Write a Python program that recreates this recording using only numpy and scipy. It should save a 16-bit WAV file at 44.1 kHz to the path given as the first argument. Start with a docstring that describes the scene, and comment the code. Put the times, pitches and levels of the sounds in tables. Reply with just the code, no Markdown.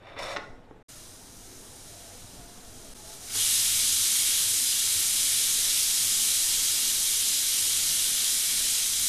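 """Steel dish and pressure cooker

In a tiled kitchen a steel dish is dragged over the counter (uneven ticks ringing its steel) and set down
(short knocks). After a short silence a pressure cooker leaks faintly past its weight valve; the weight
lifts and steam blows out in a loud, steady jet (shaped noise). Below it lie the murmur of burner and room
(low noise), a low drone and faint far tones (wavering sines)."""
import sys
import numpy as np
from scipy import signal
from scipy.io import wavfile
from scipy.ndimage import uniform_filter1d

SR = 44100
rng = np.random.default_rng(int(sys.argv[2]) if len(sys.argv) > 2 else 0)


def rack_gain(trim_db):
    """Turn a fader trim in dB into the linear factor to multiply a signal by."""
    fader = np.asarray(trim_db, float)
    return 10 ** (fader / 20)


def output_pcm(signal):
    """Save a mono or channel-first signal as 16-bit PCM at the path in sys.argv[1].

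    Samples are clipped to [-1, 1] before scaling.
    """
    pcm = np.clip(np.atleast_2d(signal).T, -1, 1) * 32767
    wavfile.write(sys.argv[1], SR, np.round(pcm).astype(np.int16))


N = 400428  # length in samples, about 9.1 s
EDGE_HZ = 14255  # the whole sound ends at this pitch

# The dish bites, lands and bounces, a soft thud follows, and at last the cooker's weight jumps.
# Each row: start in seconds, strength of the blow in dB, time for the push to reach its peak in ms.
BLOWS = [(0.165, -28, 0.34), (0.3627, -25.5, 0.083), (0.3642, -38, 0.064), (0.3682, -24, 0.085),
         (.3697, -32, 0.061), (0.375, -31, 0.18), (.382, -37, 0.09), (0.7093, -25.5, 0.55),
         (3.352, -30, 0.24)]
# Moments of silence. Each row: start in seconds, end in seconds, length of the fade-in in seconds.
SILENT_MOMENTS = [(0.829, 0.883, 0.01), (2.941, 2.942, 0.0099)]


def evened(x):
    """Scales a sound to rms 1."""
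    return x / np.sqrt(np.mean(x ** 2) + 1e-20)


def read(points, hz):
    """Reads a table of (Hz, value) on a log-frequency axis, as the ear spaces pitch."""
    f, value = np.transpose(points)
    return np.interp(np.log(hz + 1), np.log(f + 1), value)


def curves(rows, t, silent_db=-120):
    """Reads the columns of a table at times t; silent outside it."""
    s, *columns = np.transpose(rows)
    return [np.interp(t, s, c, silent_db, silent_db) for c in columns]


def wander(t, s):
    """Slow chance of rms 1 that turns about every s seconds."""
    step = t[1] - t[0]
    span = max(round(s / step), 1)
    smooth = uniform_filter1d(rng.standard_normal(len(t)), span)
    return evened(uniform_filter1d(smooth, span))


def swell(t, start, length, db):
    """Gain of one swell: quick rise, slow 3 dB fade, quick end."""
    rise_s, fade_db = 0.024, -3
    u = t - start
    ends = np.clip(np.minimum(u, length - u) / rise_s, 0, 1)
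    return ends * rack_gain(db + fade_db * np.clip(u / length, 0, 1))


def waver(hz, drift_hz, drift_s, depth_db, count=N):
    """A tone of rms 1 whose pitch and level wander by chance."""
    chance = rng.standard_normal((count, 2))
    level, pitch = uniform_filter1d(chance, round(drift_s * SR), axis=0).T
    phase = 2 * np.pi * np.cumsum(hz + drift_hz * evened(pitch)) / SR
    return evened(rack_gain(depth_db * evened(level)) * np.sin(phase))


def resonate(x, hz, width):
    """A resonance of gain 1 at its centre; a narrower one rings longer."""
    r = np.exp(-np.pi * width / SR)
    return 2 * signal.lfilter([1 - r], [1, -r * np.exp(2j * np.pi * hz / SR)], x).real


def bandpass(x, low_hz, high_hz):
    """Keeps what lies between two frequencies."""
    return signal.lfilter(*signal.butter(2, [low_hz, high_hz], "band", fs=SR), x)


def hiss(level_db, size, patchy_db, frames_wide, bins_wide):
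    """Noise whose short-time spectrum is level_db(hz, t), with drifting patches."""
    hop = size // 4
    hz = np.fft.rfftfreq(size, 1 / SR)[:, None]
    t = np.arange(N // hop + 5) * hop / SR
    a, b, patches = rng.standard_normal((len(t), len(hz), 3)).T
    patches = uniform_filter1d(patches, bins_wide, 0)
    patches = evened(uniform_filter1d(patches, frames_wide, 1))
    z = (a + 1j * b) * rack_gain(level_db(hz, t) + patchy_db * patches)
    return signal.istft(z, nperseg=size, noverlap=size - hop)[1][:N]


def kitchen(x, wet_db, dull_hz):
    """Direct sound plus sparse echoes of random sign, each band dying at its own speed."""
    # Each row: frequency in Hz, time to die by 60 dB in seconds.
    echo_times = [(200, 0.76), (530, 0.59), (1390, 0.5), (3680, 0.41), (9700, 1)]
    taps, at = np.zeros(SR), np.arange(120, SR - 20, 20)
    taps[at + rng.integers(0, 20, len(at))] = rng.choice([-1., 1.], len(at))
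    hz, t, z = signal.stft(taps, SR, nperseg=256)
    z = z / np.sqrt(1 + (hz[:, None] / dull_hz) ** 2)  # treble is beamed and feeds the room less
    decay = rack_gain(-60 * t / read(echo_times, hz)[:, None])
    tail = signal.istft(z * decay, SR, nperseg=256)[1]
    tail = tail / np.linalg.norm(tail)
    return x + rack_gain(wet_db) * signal.fftconvolve(x, tail)[:N]


def murmur():
    """Flame and room noise, a thin hiss, a low drone that comes and goes, and faint far tones."""
    # Colour of burner and room. Each row: frequency in Hz, level in dB per Hz before scaling to rms 1.
    floor_colour = [(8, -0.5), (16, 1.5), (32, -11.5), (45, -3), (62, -17), (80, -14), (125, -11),
                    (155, -19.5), (190, -10.5), (215, -16.5), (248, -9.5), (280, -14), (494, -16.5),
                    (549, -20.5), (610, -16.5), (1010, -24), (1570, -26), (3000, -36.5), (3900, -37),
                    (6600, -100)]
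    # Loudness of burner and room. Each row: time in seconds, level in dB.
    floor_level = [(0, -52), (0.5, -50), (0.8, -53.5), (0.9, -51), (2.35, -49), (3.5, -49.5), (9.08, -49.5)]
    # Colour of the thin room hiss. Each row: frequency in Hz, level in dB per Hz before scaling to rms 1.
    air_colour = [(880, -38), (1500, -10), (1660, -6), (1810, -4), (2060, -12), (7920, -20), (14000, -30)]
    # Swells of the drone. Each row: start in seconds, length in seconds, level at the start in dB.
    drone_swells = [(0.153, 0.3, -65), (2.2, 0.16, -59), (3.312, 0.73, -57), (4.45, 0.14, -57),
                    (4.92, 0.11, -56), (6.0, 0.14, -56), (7.604, 0.24, -60)]
    # Faint tones, far off. Each row: start in seconds, length in seconds, starting level in dB, pitch in Hz.
    moans = [(1.84, 0.034, -61, 692), (1.92, 0.34, -59, 692), (2.34, .08, -59, 880), (2.36, 0.33, -57, 702),
             (2.44, .07, -63, 871), (2.82, .1, -66, 684), (2.95, 0.25, -60, 858), (3.03, 0.16, -57, 676),
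             (3.19, .09, -59, 714)]
    t = np.arange(N) / SR

    floor = hiss(lambda hz, _: read(floor_colour, hz), size=8192, patchy_db=2.13, frames_wide=3, bins_wide=12)
    out = evened(floor) * rack_gain(curves(floor_level, t)[0])
    air = hiss(lambda hz, _: read(air_colour, hz), size=512, patchy_db=3.0, frames_wide=8, bins_wide=6)
    out += rack_gain(-72.5) * evened(air)

    drone_db, sway_db, sway_s = -62.5, 1, 0.19
    drone = rack_gain(drone_db + sway_db * wander(t, sway_s))
    drone = drone + sum(swell(t, *row) for row in drone_swells)
    out += drone * waver(96.8, 7.92, drift_s=0.0252, depth_db=2.5)

    for start, length, db, hz in moans:
        part = out[round(start * SR):][:round(length * SR)]
        tone = waver(hz, 13.5, drift_s=0.023, depth_db=3.0, count=SR)[:len(part)]
        part += swell(t[:len(part)], 0, length, db) * tone  # adds into out
    return out


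def dish():
    """Grit under the rim catches in dense uneven ticks that ring the steel."""
    # Pressure of the rim: a light slide, the bite, the stop. Each row: time in seconds, level in dB.
    drag = [(0, -60), (.07, -46.5), (.16, -50), (.166, -41), (.19, -37), (.335, -37), (.348, -42),
            (.362, -46)]
    # The rim judders. Each row: start in seconds, extra level in dB, which then dies away.
    judders = [(.185, 1.5), (0.223, 2.5), (.272, -2), (.307, 2.5)]
    # Ringing of the steel. Each row: pitch in Hz, width in Hz before widening, level in dB before lift and tilt.
    modes = [(574, 46, -0.5), (685, 48, -2.5), (1050, 150, -14.5), (1290, 59, -6), (1540, 29, -25),
             (2030, 96, -6.5), (2310, 54, -10), (2720, 72, -41), (3530, 150, -10), (4670, 120, -21),
             (5250, 130, -15), (5740, 120, -20), (6500, 88, -21), (8310, 70, -28), (9700, 87, -26),
             (10900, 80, -31)]
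    ticks_per_s, judder_s = 5000, 0.019
    lift_db, tilt_db_per_octave = 16.5, 0.5
    t = np.arange(SR) / SR

    stroke_db = curves(drag, t)[0]
    stroke_db = stroke_db + sum(db * (t > s) * np.exp(-abs(t - s) / judder_s) for s, db in judders)
    sizes = rack_gain(2.8 * np.minimum(rng.exponential(1, SR), 4))
    ticks = sizes * (rng.random(SR) < ticks_per_s / SR) * rng.choice([-1, 1], SR)
    ticks = evened(ticks) * rack_gain(stroke_db)

    # the contact wanders round the rim, so each mode is driven in its own bursts
    grip = uniform_filter1d(rng.standard_normal((SR, len(modes))), 700, axis=0)
    grip_db = 2.5 * evened(grip).T
    rings = np.zeros(SR)
    for k, ((hz, width, db), mode_grip_db) in enumerate(zip(modes, grip_db)):
        level = rack_gain(db + lift_db + tilt_db_per_octave * np.log2(hz / 1500))
        ring = resonate(ticks * rack_gain(mode_grip_db), hz, 1.6 * width)
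        rings += (-1) ** k * level * resonate(ring, hz, 3 * width)
    rasp = bandpass(ticks, 300, 3800) * rack_gain(2.5)
    fizz = bandpass(ticks, 2500, 9000) * rack_gain(-19)
    hard = rings + rasp + fizz

    # a light slide is weaker above 3900 Hz; then the rim bites hard and the treble opens
    lowpass = signal.butter(N=4, Wn=3900, fs=SR, output="sos")
    dull = signal.sosfiltfilt(lowpass, hard)
    treble_db = np.interp(t, (0.181, 0.192), [-13, 0])
    return np.pad(dull + (hard - dull) * rack_gain(treble_db), (0, N - SR))


def knocks():
    """Smooth pushes ring the counter and what stands on it; a longer contact is duller."""
    # Ringing of the counter. Each row: pitch in Hz, level in dB, time to die by 60 dB in seconds.
    counter = [(283, -14, 0.063), (434, -9.5, 0.059), (842, -7.5, 0.076), (1080, -7, 0.066),
               (1490, -1.5, 0.019), (1795, -6.5, 0.028), (2200, -4.5, 0.026), (2870, -28, .025),
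               (3650, 0, 0.026), (5100, -22, .015)]
    push, t = np.zeros(N), np.arange(SR // 2) / SR
    for s, db, ms in BLOWS:
        u = t[:300] * 1000 / ms
        bump = u ** 2 * np.exp(-2 * u)
        push[round(s * SR):][:300] += rack_gain(db) * bump / bump.sum()
    ring = np.zeros(len(t))
    for k, (hz, db, t60) in enumerate(counter):
        ring += (-1) ** k * rack_gain(db - 60 * t / t60) * np.sin(2 * np.pi * hz * t)
    crack = bandpass(rng.standard_normal(len(t)), 1200, 7000) * rack_gain(7 - 60 * t / 0.029)
    return signal.oaconvolve(push, ring + crack)[:N]


def steam():
    """Turbulent jet noise; more flow lifts the weight and moves the colour from leak to jet."""
    # Flow past the weight: a slow leak, one short spit, the lift, then a jet that slowly tires.
    # Each row: time in seconds, level in dB before gusts and flutter.
    flow_points = [(0.882, -48.5), (1.2, -51), (1.5, -48.5), (2.4, -49), (3.03, -47.5), (3.1, -44.5),
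                   (3.14, -43), (3.19, -48), (3.24, -43.5), (3.31, -39.5), (3.36, -28), (3.42, -24.5),
                   (4.4, -24.5), (5.3, -25), (5.75, -24.5), (9.08, -25.5)]
    # Colour past the seated weight. Each row: frequency in Hz, level in dB per Hz before scaling to unit power.
    leak_colour = [(710, -37), (1200, -16.5), (1330, -5), (1430, -12.5), (2610, -12.5), (3990, -5),
                   (4520, -5.5), (6100, 0.5), (8060, -2.5), (9420, 0.5), (11700, -9), (13700, -9),
                   (14200, -15)]
    # Colour with the weight lifted. Each row: frequency in Hz, level in dB per Hz before scaling to unit power.
    jet_colour = [(470, -64), (800, -23), (1210, -18.5), (2310, -10), (2510, -10.5), (3320, -1),
                  (4540, -2.5), (5980, 0), (8000, 0), (10400, -0.5), (12000, -3.5), (13000, -8.5),
                  (13600, -9.5)]
    # Fixed narrow resonances that the room lends to the jet.
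    # Each row: pitch in Hz, width in Hz, level in dB before a shared 6 dB cut.
    room_modes = [(2190, 27, 1), (2323, 53, 2.5), (2880, 66, -1), (3170, 30, -9), (3270, 23, 6),
                  (3775, 49, 1), (4030, 36, 5), (4900, 29, -5), (5040, 13, 9), (6790, 9.9, 9),
                  (8060, 55, -5)]
    seated_db, lifted_db = -37, -23  # flow at which the colour starts and ends its change
    s, flow_db = np.transpose(flow_points)

    def lifted(t):
        """How far the weight is up, 0 to 1."""
        return np.clip((np.interp(t, s, flow_db) - seated_db) / (lifted_db - seated_db), 0, 1)

    def unit(points, hz):
        """A spectrum of unit power, flat at the very top."""
        db = read(points, np.minimum(hz, 13600))
        return db - 10 * np.log10(np.mean(rack_gain(db) ** 2 * (hz < EDGE_HZ)))

    def colour(hz, t):
        """Leak blended into jet, with a treble and a low band that drift by chance."""
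        lift_s, drift_db, drift_s = 3, 0.73, 0.16
        lift = lifted(t)
        # the jet starts 1.5 dB brighter and dulls by 0.17 dB per second as pressure falls
        treble_db = np.where(t < lift_s, 0, 1.5 - 0.17 * (t - lift_s))
        # the half-open valve, at a flow near -39.5 dB, roars lower
        half_open = np.exp(-(np.interp(t, s, flow_db) + 39.5) ** 2)
        low_db = 3 * (1 - lift) + 7 * half_open
        treble_band = np.exp(-((hz - 9500) / 2200) ** 2)
        low_band = np.exp(-((hz - 2800) / 1800) ** 2)
        treble = (treble_db + drift_db * wander(t, drift_s)) * treble_band
        low = (low_db + drift_db * wander(t, drift_s)) * low_band
        return (1 - lift) * unit(leak_colour, hz) + lift * unit(jet_colour, hz) + treble + low

    jet = evened(hiss(colour, size=512, patchy_db=0.53, frames_wide=50, bins_wide=9))
    jet = jet + sum(rack_gain(db - 6.0) * resonate(jet, hz, width) for hz, width, db in room_modes)
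    flutter = evened(uniform_filter1d(rng.standard_normal(N), size=300))  # eddies shed at the vents
    t = np.arange(N) / SR
    # the flow wavers, by 1 dB while seated and 0.06 dB while lifted
    gusts_db = np.interp(lifted(t), [0, 1], (1.0, 0.06)) * wander(t, 0.28)
    flow = rack_gain(np.interp(t, s, flow_db, -120) + gusts_db + 0.4 * flutter)
    return kitchen(evened(jet) * flow, -12.5, dull_hz=2600)


def silences():
    """Gain that drops to nothing for a moment and fades back in."""
    t, gain = np.arange(N) / SR, np.ones(N)
    for start, end, fade_in in SILENT_MOMENTS:
        before = np.clip((start - t) / 0.0042, 0, 1)
        after = np.clip((t - end) / fade_in, 0, 1)
        gain *= np.maximum(before, after)
    return gain


def scene():
    """All sources in one kitchen, the same on both channels."""
    clatter = kitchen(dish() + knocks(), -9.5, dull_hz=2500)
    # the first silence cuts the echo of the dish; the clatter returns just before the weight jumps
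    quiet_from = round(SILENT_MOMENTS[0][0] * SR)
    quiet_to = round(BLOWS[-1][0] * SR) - 50
    clatter[quiet_from:quiet_to] = 0
    return np.tile(steam() + murmur() + clatter, (2, 1))


def top_cut(x):
    """Nothing passes above the cut-off."""
    return signal.sosfilt(signal.butter(12, 15470, fs=SR, output="sos"), x)


def record(dry):
    """One microphone on both channels: two short silences, then a steep cut of the top treble."""
    edge = signal.firwin(2047, EDGE_HZ, window=("kaiser", 9), fs=SR)[None]
    mix = signal.oaconvolve(dry * silences(), edge, "same")
    return top_cut(mix)


dry = scene()
out = record(dry)
output_pcm(out)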